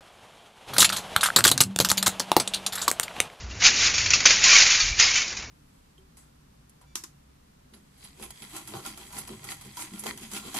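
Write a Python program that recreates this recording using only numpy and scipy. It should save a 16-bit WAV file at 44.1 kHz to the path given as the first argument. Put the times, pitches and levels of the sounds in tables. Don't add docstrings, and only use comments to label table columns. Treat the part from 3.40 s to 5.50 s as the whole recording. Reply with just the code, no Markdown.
import sys
import numpy as np
from scipy import signal
from scipy.fft import rfft, irfft, next_fast_len
from scipy.io import wavfile
from scipy.ndimage import map_coordinates

SR = 44100
rng = np.random.default_rng(int(sys.argv[2]) if len(sys.argv) > 2 else 0)


def unload_wav(signal):
    wavfile.write(
        sys.argv[1],
        SR,
        np.round(np.clip(np.atleast_2d(signal).T, -1, 1) * 32767).astype(np.int16),
    )


def volts_from_db(level):
    exponent = np.asarray(level, float) / 20
    return 10 ** exponent


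N = 92610

# t [s], level [dB]
WIND_STRENGTH = [(0.0, -45), (0.12, -45), (0.76, -41), (0.84, -45), (1.19, -47.5), (1.58, -46),
                 (1.82, -52.5), (2.1, -46)]
# f [Hz], level [dB]
RUMBLE_SPECTRUM = [(15, -39), (30, -3.5), (62, -3), (110, -3), (200, -30.5), (400, -60.5)]
# t [s], peak level [dB], f [Hz], t60 [s]
GUST_THUMPS = [
    (.035, -31, 61.4, 1),
    (.46, -34.5, 54, 0.44),
    (1.43, -29, 41.4, 0.59),
    (1.508, -19, 60, 0.099),
]
# f [Hz], level [dB]
YARD_SPECTRUM = [(60, -32), (120, -6), (250, -4), (500, -9), (1500, -10.5), (3000, -17.5), (7300, -26)]
# t [s], level [dB]
TRAFFIC_SWELL = [(0, -47), (.18, -45.5), (.33, -39), (.7, -42), (1.05, -42), (1.5, -48), (1.85, -43.5),
                 (2.1, -45.5)]
# f [Hz], level [dB]
BLADE_SPECTRUM = [(200, -33), (760, -20), (1600, -7.5), (2350, 0), (3300, -6.5), (4500, -3), (6200, -1.5),
                  (7400, -6)]
# t [s], peak level [dB], f [Hz], t60 [s]
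SPAN_PINGS = [(.110, -40.5, 2790, 0.15), (.252, -12, 5000, 0.086), (.260, -15.5, 2700, .08),
              (.582, -17, 2500, 0.055), (.7045, -2, 6000, .012), (.7345, -4, 2650, 0.023),
              (.736, -22.5, 1200, 0.072), (.737, -16, 5400, 0.073), (.8685, -4, 2000, 0.01),
              (1.06, -25.5, 1050, 0.23), (1.11, -13, 2380, 0.27), (1.13, -22, 1145, 0.21),
              (1.155, -14.5, 2250, 0.077), (1.405, -18, 4370, 0.11), (1.408, -20.5, 4550, .15),
              (1.525, -23, 2330, 0.11), (1.598, -8.5, 6060, 0.043), (1.625, -10, 5040, 0.07),
              (1.675, -21, 2170, 0.16), (1.775, -20.5, 2400, 0.09), (1.81, -28, 2210, .3)]
# t [s], peak level [dB], spectral tilt [dB per octave], t60 [s]
FOLD_SNAPS = [(.005, -34.5, 2, .3), (0.1098, -35.5, -4, 0.17), (0.2033, -21.5, -0.8, 0.44),
              (.2185, -16, -5.5, 0.55), (0.2447, -7, 4.8, 0.077), (0.5408, -16, 1.5, 0.6),
              (0.5796, -11, 2.5, 0.14), (0.659, -13, 0.7, 0.11), (0.705, -10, 1, 0.2),
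              (0.7343, -6, 2.1, 0.23), (.8036, -14, .3, 0.1), (0.8543, -3, -0.1, 0.22),
              (.8615, -10.5, 1, .25), (.8680, -14, 7, 0.075), (0.9052, -8, 1, .15), (1.039, -8.5, 7.5, .2),
              (1.2053, -8, 3.5, 0.5), (1.2647, -10, 0.8, 0.11), (1.3448, -20, 2, .2),
              (1.3984, -12.5, 2, 0.89), (1.478, -19, 1, 0.29), (1.5903, -9, 4, 0.35),
              (1.5968, -9, -0.3, 0.51), (1.7538, -13.5, 1.5, 0.6), (1.926, -26.5, -6, 0.09),
              (1.968, -23, 1.5, 0.2), (1.996, -30, -2, .3), (2.024, -34, -5.5, 0.56)]
# t [s], level [dB]
HAND_EFFORT = [(.07, -48.5), (.19, -42), (.255, -9), (.33, -24), (.46, -16.5), (.53, -29), (.6, -23.5),
               (.84, -28.5), (.9, -16.5), (1.01, -25), (1.05, -12), (1.16, -11.5), (1.39, -22.5),
               (1.565, -31.5), (1.61, -16), (1.78, -24.5), (1.94, -35.5), (2.1, -48)]

KINK_T60_S, KINK_SPREAD_DB, KINK_DB = 0.066, 2, -2.5
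SCRAPE_DB, FLUTTER_DB = 0.5, 0.95
SNAP_DB, CRACK_DB, SHIVER_DB = -17, -3.5, -8.5
CLICK_S, CLICK_DB, CLICK_HOLD_S = 0.8575, -3.5, 0.003
BAND_TOP_HZ, BAND_EDGE_HZ = 7270, 100
CLIP_LEVEL, CLIP_KNEE, SPILL_TOP_HZ = 0.88, 24, 10300


def unit(x):
    return x / np.sqrt(np.mean(x ** 2) + 1e-20)


def along(points, hz):
    f, level = np.transpose(points)
    return np.interp(np.log(hz + 1), np.log(f + 1), level)


def curve(rows):
    return np.interp(np.arange(N) / SR, *np.transpose(rows))


def wobble(rate):
    knots = rng.standard_normal(int(N * rate / SR) + 4)
    return map_coordinates(knots, [np.arange(N) * rate / SR])


def filtered(x, response):
    m = next_fast_len(N + 8192)
    return irfft(rfft(x, m) * response(np.fft.rfftfreq(m, 1 / SR)), m)[..., :N]


def hiss(spectrum):
    return unit(filtered(rng.standard_normal(N), lambda hz: volts_from_db(along(spectrum, hz))))


def rings(start, hz, gain, t60, size):
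    k = np.arange(size)
    t = k / SR
    decay = volts_from_db(-60 * t / t60[:, None]) * (1 - k / size)
    rows = gain[:, None] * np.sin(2 * np.pi * hz[:, None] * t) * decay
    place = (start * SR).astype(int)[:, None] + k
    return np.bincount(place.ravel(), rows.ravel(), N + SR)[:N]


def struck(rows, attack_s, size):
    out, t = np.zeros(N + size), np.arange(size) / SR
    onset = (1 - np.exp(-t / attack_s)) * (1 - t / t[-1])
    for s, db, hz, t60 in rows:
        i = round(s * SR)
        out[i:i + size] += volts_from_db(db - 60 * t / t60) * onset * np.sin(2 * np.pi * hz * t)
    return out[:N]


def yard():
    return volts_from_db(curve(TRAFFIC_SWELL) + 1.4 * wobble(6.8)) * hiss(YARD_SPECTRUM)


def wind():
    rumble = volts_from_db(curve(WIND_STRENGTH) + 2.3 * wobble(9)) * hiss(RUMBLE_SPECTRUM)
    return rumble + struck(GUST_THUMPS, 0.0071, size=12000)


def click():
    t = np.arange(N) / SR - CLICK_S
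    damping = volts_from_db(-60 * np.clip(t - CLICK_HOLD_S, 0, 1) / 0.012)
    hold = np.clip(t / 0.0006, 0, 1) * damping
    modes = np.sin(2 * np.pi * 6200 * t) + 0.3 * np.sin(2 * np.pi * 5420 * t)
    return volts_from_db(CLICK_DB) * hold * modes


def pings():
    return struck(SPAN_PINGS, 0.00091, size=6000)


def shiver_noise(tilt_db, grain):
    spectrum = [(hz, db + tilt_db * np.log2(hz / 3500)) for hz, db in BLADE_SPECTRUM]
    return np.pad(hiss(spectrum) * grain, (0, SR))


def snaps(count=30):
    out, t = np.zeros(N + SR), np.arange(SR // 8) / SR
    grain = volts_from_db(1.3 * wobble(150))
    dull, bright = shiver_noise(-4, grain), shiver_noise(4, grain)
    onset = (1 - np.exp(-t / 0.0012)) * (1 - t / t[-1])
    for s, db, tilt_db, t60 in FOLD_SNAPS:
        pitch, lag, size = rng.random((count, 3)).T
        hz = 600 + 6800 * pitch
        level = SNAP_DB + along(BLADE_SPECTRUM, hz) + 8 * (size - 0.5) + tilt_db * np.log2(hz / 3500)
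        modes = volts_from_db(level)[:, None] * np.sin(2 * np.pi * (hz[:, None] * t + lag[:, None]))
        ringing = modes.sum(0) * volts_from_db(-60 * t / (0.8 * t60))
        i = round(s * SR)
        span = slice(i, i + len(t))
        turn = np.pi / 4 * (1 + np.clip(tilt_db / 4, -1, 1))
        shiver = np.cos(turn) * dull[span] + np.sin(turn) * bright[span]
        decay = volts_from_db(SHIVER_DB - 60 * t / t60) + volts_from_db(CRACK_DB - 60 * t / 0.012)
        out[span] += volts_from_db(db) * onset * (ringing + decay * shiver)
    return out[:N]


def crinkle(count=4000):
    effort = volts_from_db(curve(HAND_EFFORT) + FLUTTER_DB * (wobble(25) + wobble(90)))
    when, pitch, size, life = rng.random((count, 4)).T
    s, hz = when * (N - 1) / SR, 300 + 7100 * pitch
    gain = volts_from_db(along(BLADE_SPECTRUM, hz) - KINK_SPREAD_DB * np.log(size + 0.0018))
    t60 = KINK_T60_S * (0.37 + 1.1 * life)
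    scale = np.sqrt(np.sum(gain ** 2 * t60) * SR / N / (4 * np.log(1000)))
    kinks = rings(s, hz, gain * effort[(s * SR).astype(int)] / scale, t60, size=600)
    scrape = effort * hiss(BLADE_SPECTRUM)
    return volts_from_db(KINK_DB) * kinks + volts_from_db(SCRAPE_DB) * scrape


def scene():
    mono = yard() + wind() + click() + pings() + snaps() + crinkle()
    return np.tile(mono, (2, 1))


def band_limit(x):
    return signal.sosfilt(signal.butter(12, 12500, fs=SR, output="sos"), x)


def record(dry):
    slope_hz = BAND_EDGE_HZ / 2
    x = filtered(dry, lambda hz: 1 / (1 + np.exp(np.clip((hz - BAND_TOP_HZ) / slope_hz, -50, 50))))
    x = x / (1 + np.abs(x / CLIP_LEVEL) ** CLIP_KNEE) ** (1 / CLIP_KNEE)
    x = filtered(x, lambda hz: 1 / (1 + (hz / SPILL_TOP_HZ) ** 60))
    return band_limit(x)


dry = scene()
out = record(dry)
unload_wav(out)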